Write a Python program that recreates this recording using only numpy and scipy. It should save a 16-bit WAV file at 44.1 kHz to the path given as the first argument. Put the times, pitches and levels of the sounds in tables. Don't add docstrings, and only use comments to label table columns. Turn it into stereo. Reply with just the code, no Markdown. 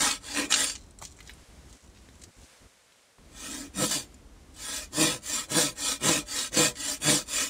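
import sys
import numpy as np
from scipy import signal
from scipy.fft import rfft, irfft
from scipy.io import wavfile
from scipy.ndimage import uniform_filter1d, map_coordinates

SR = 44100
rng = np.random.default_rng(int(sys.argv[2]) if len(sys.argv) > 2 else 0)


def wav_record(signal):
    frames = np.transpose(np.atleast_2d(signal))
    bounded = np.clip(frames, -1, 1)
    quanta = np.round(bounded * 32767).astype(np.int16)
    wavfile.write(sys.argv[1], SR, quanta)


N = 330309
TIME = np.arange(N) / SR
RING = 8192
SECOND_CUT_S = 2


def undb(db):
    return 10 ** (np.asarray(db) / 20)


def unit(response):
    return response / np.sqrt(np.sum(response ** 2))


def through(x, response):
    return signal.oaconvolve(x, response)[:len(x)]


def colour(points):
    hz, db = np.transpose(points)
    grid = np.maximum(np.arange(RING // 2 + 1) * SR / RING, 1)
    level_db = np.interp(np.log(grid), np.log(hz), db)
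    cepstrum = irfft(np.log(undb(level_db)))
    cepstrum[1:RING // 2] *= 2
    cepstrum[RING // 2 + 1:] = 0
    return unit(irfft(np.exp(rfft(cepstrum))))


def modes(rows):
    t = TIME[:RING]
    response = np.zeros(RING)
    for hz, width, db in rows:
        decay = np.exp(-np.pi * width * t)
        response += undb(db) * width * decay * np.cos(2 * np.pi * hz * t)
    return unit(response)


def shifting(x, rows, wander_db, count=4):
    rows = np.array(rows)
    power = rows[:, 1] * undb(rows[:, 2]) ** 2
    total = np.zeros(len(x))
    for k in range(count):
        share = np.sqrt(power[k::count].sum() / power.sum())
        force = x * undb(wander_db * walk(22))
        total += share * through(force, modes(rows[k::count]))
    return total


def contact(hz):
    return colour([(hz / 6, -22), (hz / 1.62, -2), (hz * 1.14, 0), (hz * 2.0, -21)])


def walk(rate):
    steps = np.random.default_rng(rng.integers(2 ** 31)).standard_normal(N // 20)
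    return np.interp(TIME * rate, np.arange(len(steps)), steps)


def grains(per_s, spread_db):
    happens = rng.random(N) < per_s / SR
    sign = rng.choice([-1, 1], N)
    size = undb(spread_db * np.minimum(rng.standard_normal(N), 3))
    x = happens * sign * size
    return x / np.std(x)


def burst(t60):
    return rng.standard_normal(RING) * np.exp(-np.log(1000) * TIME[:RING] / t60)


def tick(t60, sharpness=8):
    force = burst(t60)
    force[0] = sharpness
    return force


def peaked(sound, db):
    return undb(db) * sound / np.abs(sound).max()


def add(track, s, sound):
    start = int(s * SR)
    track[start:start + len(sound)] += sound[:N - start]


def between(start, end):
    return (TIME >= start) & (TIME < end)


def progress(start, end, fastest):
    return np.interp(TIME, [start, start + fastest * (end - start), end], [0, .5, 1])


def place(x, left_db, scatter_db, scatter_t60=0.055, lag_s=0.00011, motion_rate=13):
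    no_bass = signal.butter(1, 600, "high", fs=SR)
    microphones = []
    for direct in x, np.interp(TIME - lag_s, TIME, x):
        paths = np.array([through(x, unit(signal.lfilter(*no_bass, burst(scatter_t60)))) for _ in range(3)])
        shares = np.array([walk(motion_rate) for _ in paths])
        scatter = np.sum(shares * paths, axis=0) / np.linalg.norm(shares, axis=0)
        microphones.append((direct + undb(scatter_db) * scatter) / np.hypot(1, undb(scatter_db)))
    return np.array(microphones) * undb([[left_db / 2], [-left_db / 2]])


def ambient(spectrum, side_db, left_db):
    mid, side = (through(rng.standard_normal(N), colour(spectrum)) for _ in range(2))
    side = undb(side_db) * side
    return np.array([mid + side, mid - side]) * undb([[left_db / 2], [-left_db / 2]])


# frequency in Hz, relative level in dB.
RUMBLE = [(20, -20), (45, 0.5), (70, 0), (110, -12), (280, -11.5), (500, -22), (1200, -28), (4000, -51)]
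# frequency in Hz, relative level in dB.
AIR = [(15, -53.5), (25, -16), (55, -4), (389, -6), (523, 0.5), (762, -5.5), (2120, -5), (2560, -6.5),
       (5140, -8.5), (7300, -8.5), (9300, -10.5), (15500, -29)]
# start in seconds, end in seconds.
GAPS = [(1.44, 1.485), (1.77, 1.83), (2.305, 2.37), (2.45, 2.61), (2.67, 3.186)]
WIND_DB, AIR_DB = -53, -62


def outdoors():
    passed = 1. - sum(between(start, end) for start, end in GAPS)
    wind_gain = uniform_filter1d(passed, size=900) * undb(WIND_DB + 0.89 * walk(16))
    wind = ambient(RUMBLE, side_db=-5.5, left_db=-4) * wind_gain
    air = ambient(AIR, side_db=-0.5, left_db=-1.8) * undb(AIR_DB + 2.0 * walk(6.33))
    return wind + air


# middle in seconds, level in dB, half length in seconds, centre in Hz.
RUBS = [(0.783, -54.5, 0.086, 5900), (1.018, -47, 0.027, 1190), (1.049, -42, 0.066, 6100),
        (1.195, -52, .03, 2190), (1.293, -47.5, .053, 4600), (1.972, -52, .03, 4470),
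        (2.087, -58, .02, 3500), (2.232, -49, 0.041, 6440)]
# start in seconds, peak in dB before the microphones, centre in Hz.
TAPS = [(.909, -36, 7200), (.988, -28.5, 7000), (1.025, -21.5, 1280), (1.205, -26, 2940),
        (1.275, -26, 5590), (1.295, -22.5, 3000), (1.336, -33.5, 7800), (2.088, -38, 3660),
        (2.233, -46, 7600), (2.922, -43, 3570), (4.143, -34, 6340)]
# start in seconds, peak in dB before the microphones.
THUDS = [(1.025, -27.5), (2.089, -41), (3.184, -37.5)]
TURNING_S = (.78, 2.55)
RUSTLE_DB, RUSTLE_HZ, RUSTLE_PATCHY_DB = -69, 6440, 11.5


def handling():
    bark = grains(per_s=2400, spread_db=11.5)
    patches = between(*TURNING_S) * undb(RUSTLE_DB + RUSTLE_PATCHY_DB * walk(8.2))
    track = through(bark * patches, contact(RUSTLE_HZ))
    for s, db, half_length, hz in RUBS:
        during = np.abs(TIME - s) < half_length
        force = bark[during] * np.hanning(during.sum())
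        add(track, s - half_length, through(force, contact(hz)) * undb(db))
    for s, db, hz in TAPS:
        add(track, s, peaked(through(tick(t60=.018), contact(hz)), db))
    landing = modes([(128, 31, 6), (280, 180, -10.0), (790, 210, -17), (1240, 540, -18)])
    for s, db in THUDS:
        add(track, s, peaked(through(tick(t60=0.013), landing), db))
    return place(track, left_db=0.3, scatter_db=-1.0)


# start in seconds, peak in dB before the microphones, time for the burst to fade by 60 dB in seconds.
CRACKS = [(0.5228, 1, .009), (0.5399, 2, .008), (0.5602, -9, .006), (0.671, -17, 0.014),
          (.697, -15.5, 0.032), (.753, -23.5, .04), (6.39, -19, .01), (6.549, -15, 0.0074),
          (6.756, -24.5, .008)]
# frequency in Hz, relative level in dB.
SNAP = [(200, -35.5), (1200, -4), (3000, 7.5), (5000, 7.5), (8500, 2.5), (11000, -28), (15000, -76)]


def cracks():
    track, snap = np.zeros(N), colour(SNAP)
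    for s, db, t60 in CRACKS:
        add(track, s, peaked(through(burst(t60), snap), db))
    return place(track, left_db=4.5, scatter_db=-1.5)


# start in seconds, end in seconds, strength of the rasp in dB,
# strength of the hammering on the log in dB.
PULLS = [(-.075, 0.199, -21, -49), (0.478, .785, -23, -52), (3.722, 4.07, -23.5, -30.5),
         (4.908, 5.205, -21.5, -28), (5.471, 5.743, -21, -28), (5.987, 6.246, -21, -25.5),
         (6.508, 6.737, -19.5, -27), (6.991, 7.252, -20, -28)]
# start in seconds, end in seconds, strength of the rasp in dB.
PUSHES = [(0.196, 0.488, -32.5), (3.3, 3.699, -36), (4.527, 4.884, -32.5), (5.206, 5.47, -28),
          (5.743, 5.988, -26), (6.246, 6.502, -28), (6.736, 6.99, -28), (7.252, 7.51, -25.5)]
PULL_FASTEST, PULL_POWER = .41, 2.035
PUSH_FASTEST, PUSH_POWER = .6, 1.5
CREEP = 0.087


def arm():
    turned = sum(progress(start, end, PULL_FASTEST) for start, end, *_ in PULLS)
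    turned = turned + sum(progress(start, end, PUSH_FASTEST) for start, end, *_ in PUSHES)
    return (1 - np.cos(np.pi * turned)) / 2, np.abs(np.sin(np.pi * turned))


def effort(rows, fastest, power, column=2):
    total = np.zeros(N)
    for row in rows:
        start, end = row[:2]
        during = between(start, end)
        speed = np.hypot(np.sin(np.pi * progress(start, end, fastest)[during]), CREEP)
        total[during] += undb(row[column]) * speed ** power
    return total


# start in seconds, end in seconds,
# change of the blade's rasp in dB, change of the wood's rasp and of the hammering in dB.
SNAGS = [(0.354, 0.465, 3, 10.5), (0.496, 0.529, 12.5, 12.5), (0.653, .78, -2.5, -8),
         (3.859, 3.903, -7.5, -16.5)]
SNAG_EDGE_S = 0.023


def snagging(column):
    change = sum(row[column] * between(row[0], row[1]) for row in SNAGS)
    return undb(uniform_filter1d(change.astype(float), size=int(SNAG_EDGE_S * SR)))


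def tearing(teeth, per_s, spread_db, pulsing, flicker_db, surge_db):
    tooth_pulse = 1 + pulsing * np.cos(2 * np.pi * teeth)
    catch = undb(flicker_db * walk(260) + surge_db * walk(60))
    force = grains(per_s, spread_db) * tooth_pulse * catch
    return force / np.std(force)


def hammering(teeth, scatter_db=5.0):
    strength = undb(scatter_db * np.minimum(rng.standard_normal(N), 1))
    blows = np.diff(np.floor(teeth), prepend=0) * strength
    return uniform_filter1d(blows / np.std(blows), size=16)


# frequency in Hz, width in Hz, relative level in dB.
LOG = [(141.3, 58, -1.5), (208, 15, 3), (293, 39, 1), (485.7, 19, 0.5), (595, 6.1, -4), (825, 23, -19),
       (992, 12.4, -3)]
# start in seconds, end in seconds, strength in dB,
# frequency in Hz.
GROANS = [(-.03, 0.15, -36.5, 820), (0.336, 0.526, -36.5, 285), (3.386, 3.75, -41.5, 276.7),
          (3.735, 3.917, -31.5, 202)]
BITE_HARDEST, BITE_POWER = 0.32, 8.9
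CHATTER_DB = -7


def stick_on_log(fibres, teeth, groan_width_hz=40):
    bite = effort(PULLS, BITE_HARDEST, BITE_POWER, column=3)
    chatter = undb(CHATTER_DB) * effort(PULLS, PULL_FASTEST, power=1.04, column=3)
    blows = undb(-2.0) * hammering(teeth) + undb(-7.0) * fibres
    low = through((bite + chatter) * snagging(column=3) * blows, modes(LOG))
    for start, end, db, hz in GROANS:
        force = fibres * effort([(start, end, db)], fastest=0.47, power=2.0)
        low += through(force, modes([(hz, groan_width_hz, 0)]))
    low = signal.sosfilt(signal.butter(2, 105, "high", fs=SR, output="sos"), low)
    return place(low, left_db=8.5, scatter_db=-0.5)


# frequency in Hz, width in Hz, relative level in dB.
STICK = [(283.6, 21, 8), (505.3, 27, -1), (609, 36, 1), (846, 57, -8), (1020, 75, -3.5), (1296.5, 39, 4),
         (1638, 41, -1), (1840, 82, -1), (1947, 19, -4.5), (2254, 63, -7.5), (2440, 61, 0), (2405, 14.6, 3),
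         (2885, 120, -2), (3130, 23, -14), (3403, 49, 4.5), (3600, 28, -23), (4016, 39, -2)]
# frequency in Hz, relative level in dB.
WOOD_RASP = [(100, -34), (220, -8), (700, -10), (1200, -2), (1900, 5), (4000, 4.5), (7000, -8),
             (12000, -56)]
FRESH_WOOD_DB, DEEP_WOOD_DB = -8, -6


def stick(rasp):
    depth_gain = undb(np.where(TIME < SECOND_CUT_S, DEEP_WOOD_DB, FRESH_WOOD_DB))
    force = rasp * depth_gain * snagging(column=3)
    ringing = undb(-1.0) * shifting(force, STICK, wander_db=2.0)
    wood = ringing + undb(-2.5) * through(force, colour(WOOD_RASP))
    return place(wood, left_db=2.4, scatter_db=-1.5)


def blade_echo(x, position, near_s=0.000211, travel_s=0.000366, echo=0.19):
    delay = near_s + travel_s * position + .00003 * walk(14)
    returned = map_coordinates(x, [np.arange(N) - delay * SR], order=3)
    return (x - echo * returned) / np.hypot(1, echo)


# frequency in Hz, width in Hz, relative level in dB.
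BLADE = [(4740, 51, -1.5), (5390, 280, -8.5), (5900, 290, -5), (6550, 160, -21), (7210, 124, 7.5),
         (7760, 55, -26), (8260, 69, 5.5), (9070, 79, 8)]
# frequency in Hz, relative level in dB.
STEEL_RASP = [(1500, -26.5), (2600, -4), (3500, 3.5), (5000, 1.5), (7500, 2), (9500, -6.5), (10500, -9),
              (11600, -26.5), (13700, -9.5), (15500, -20.5)]


def blade(rasp, position):
    force = blade_echo(rasp * snagging(column=2), position)
    ringing = undb(-11.5) * shifting(force, BLADE, wander_db=5)
    steel = undb(-1.34) * through(force, colour(STEEL_RASP)) + ringing
    hiss = signal.sosfiltfilt(signal.butter(3, 10500, "high", fs=SR, output="sos"), steel)
    hiss_gain = undb(np.where(TIME < SECOND_CUT_S, -4.5, 1.5))
    return place(steel + hiss * (hiss_gain - 1), left_db=2.5, scatter_db=1.5)


TOOTH_HZ = 159.1


def saw():
    position, speed = arm()
    tooth_rate = TOOTH_HZ * (.62 + .38 * speed) * (1 + .07 * walk(110))
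    teeth = np.cumsum(tooth_rate) / SR
    fibres = tearing(teeth, per_s=14000, spread_db=4.0, pulsing=0.29, flicker_db=1.5, surge_db=-0.28)
    strokes = effort(PULLS, PULL_FASTEST, PULL_POWER) + effort(PUSHES, PUSH_FASTEST, PUSH_POWER)
    rasp = fibres * strokes
    return stick_on_log(fibres, teeth) + stick(rasp) + blade(rasp, position)


def scene():
    return outdoors() + handling() + cracks() + saw()


def record(dry):
    top_cut = signal.ellip(10, .2, 70, 15600, fs=SR, output="sos")
    return signal.sosfilt(top_cut, np.tanh(dry))


dry = scene()
out = record(dry)
wav_record(out)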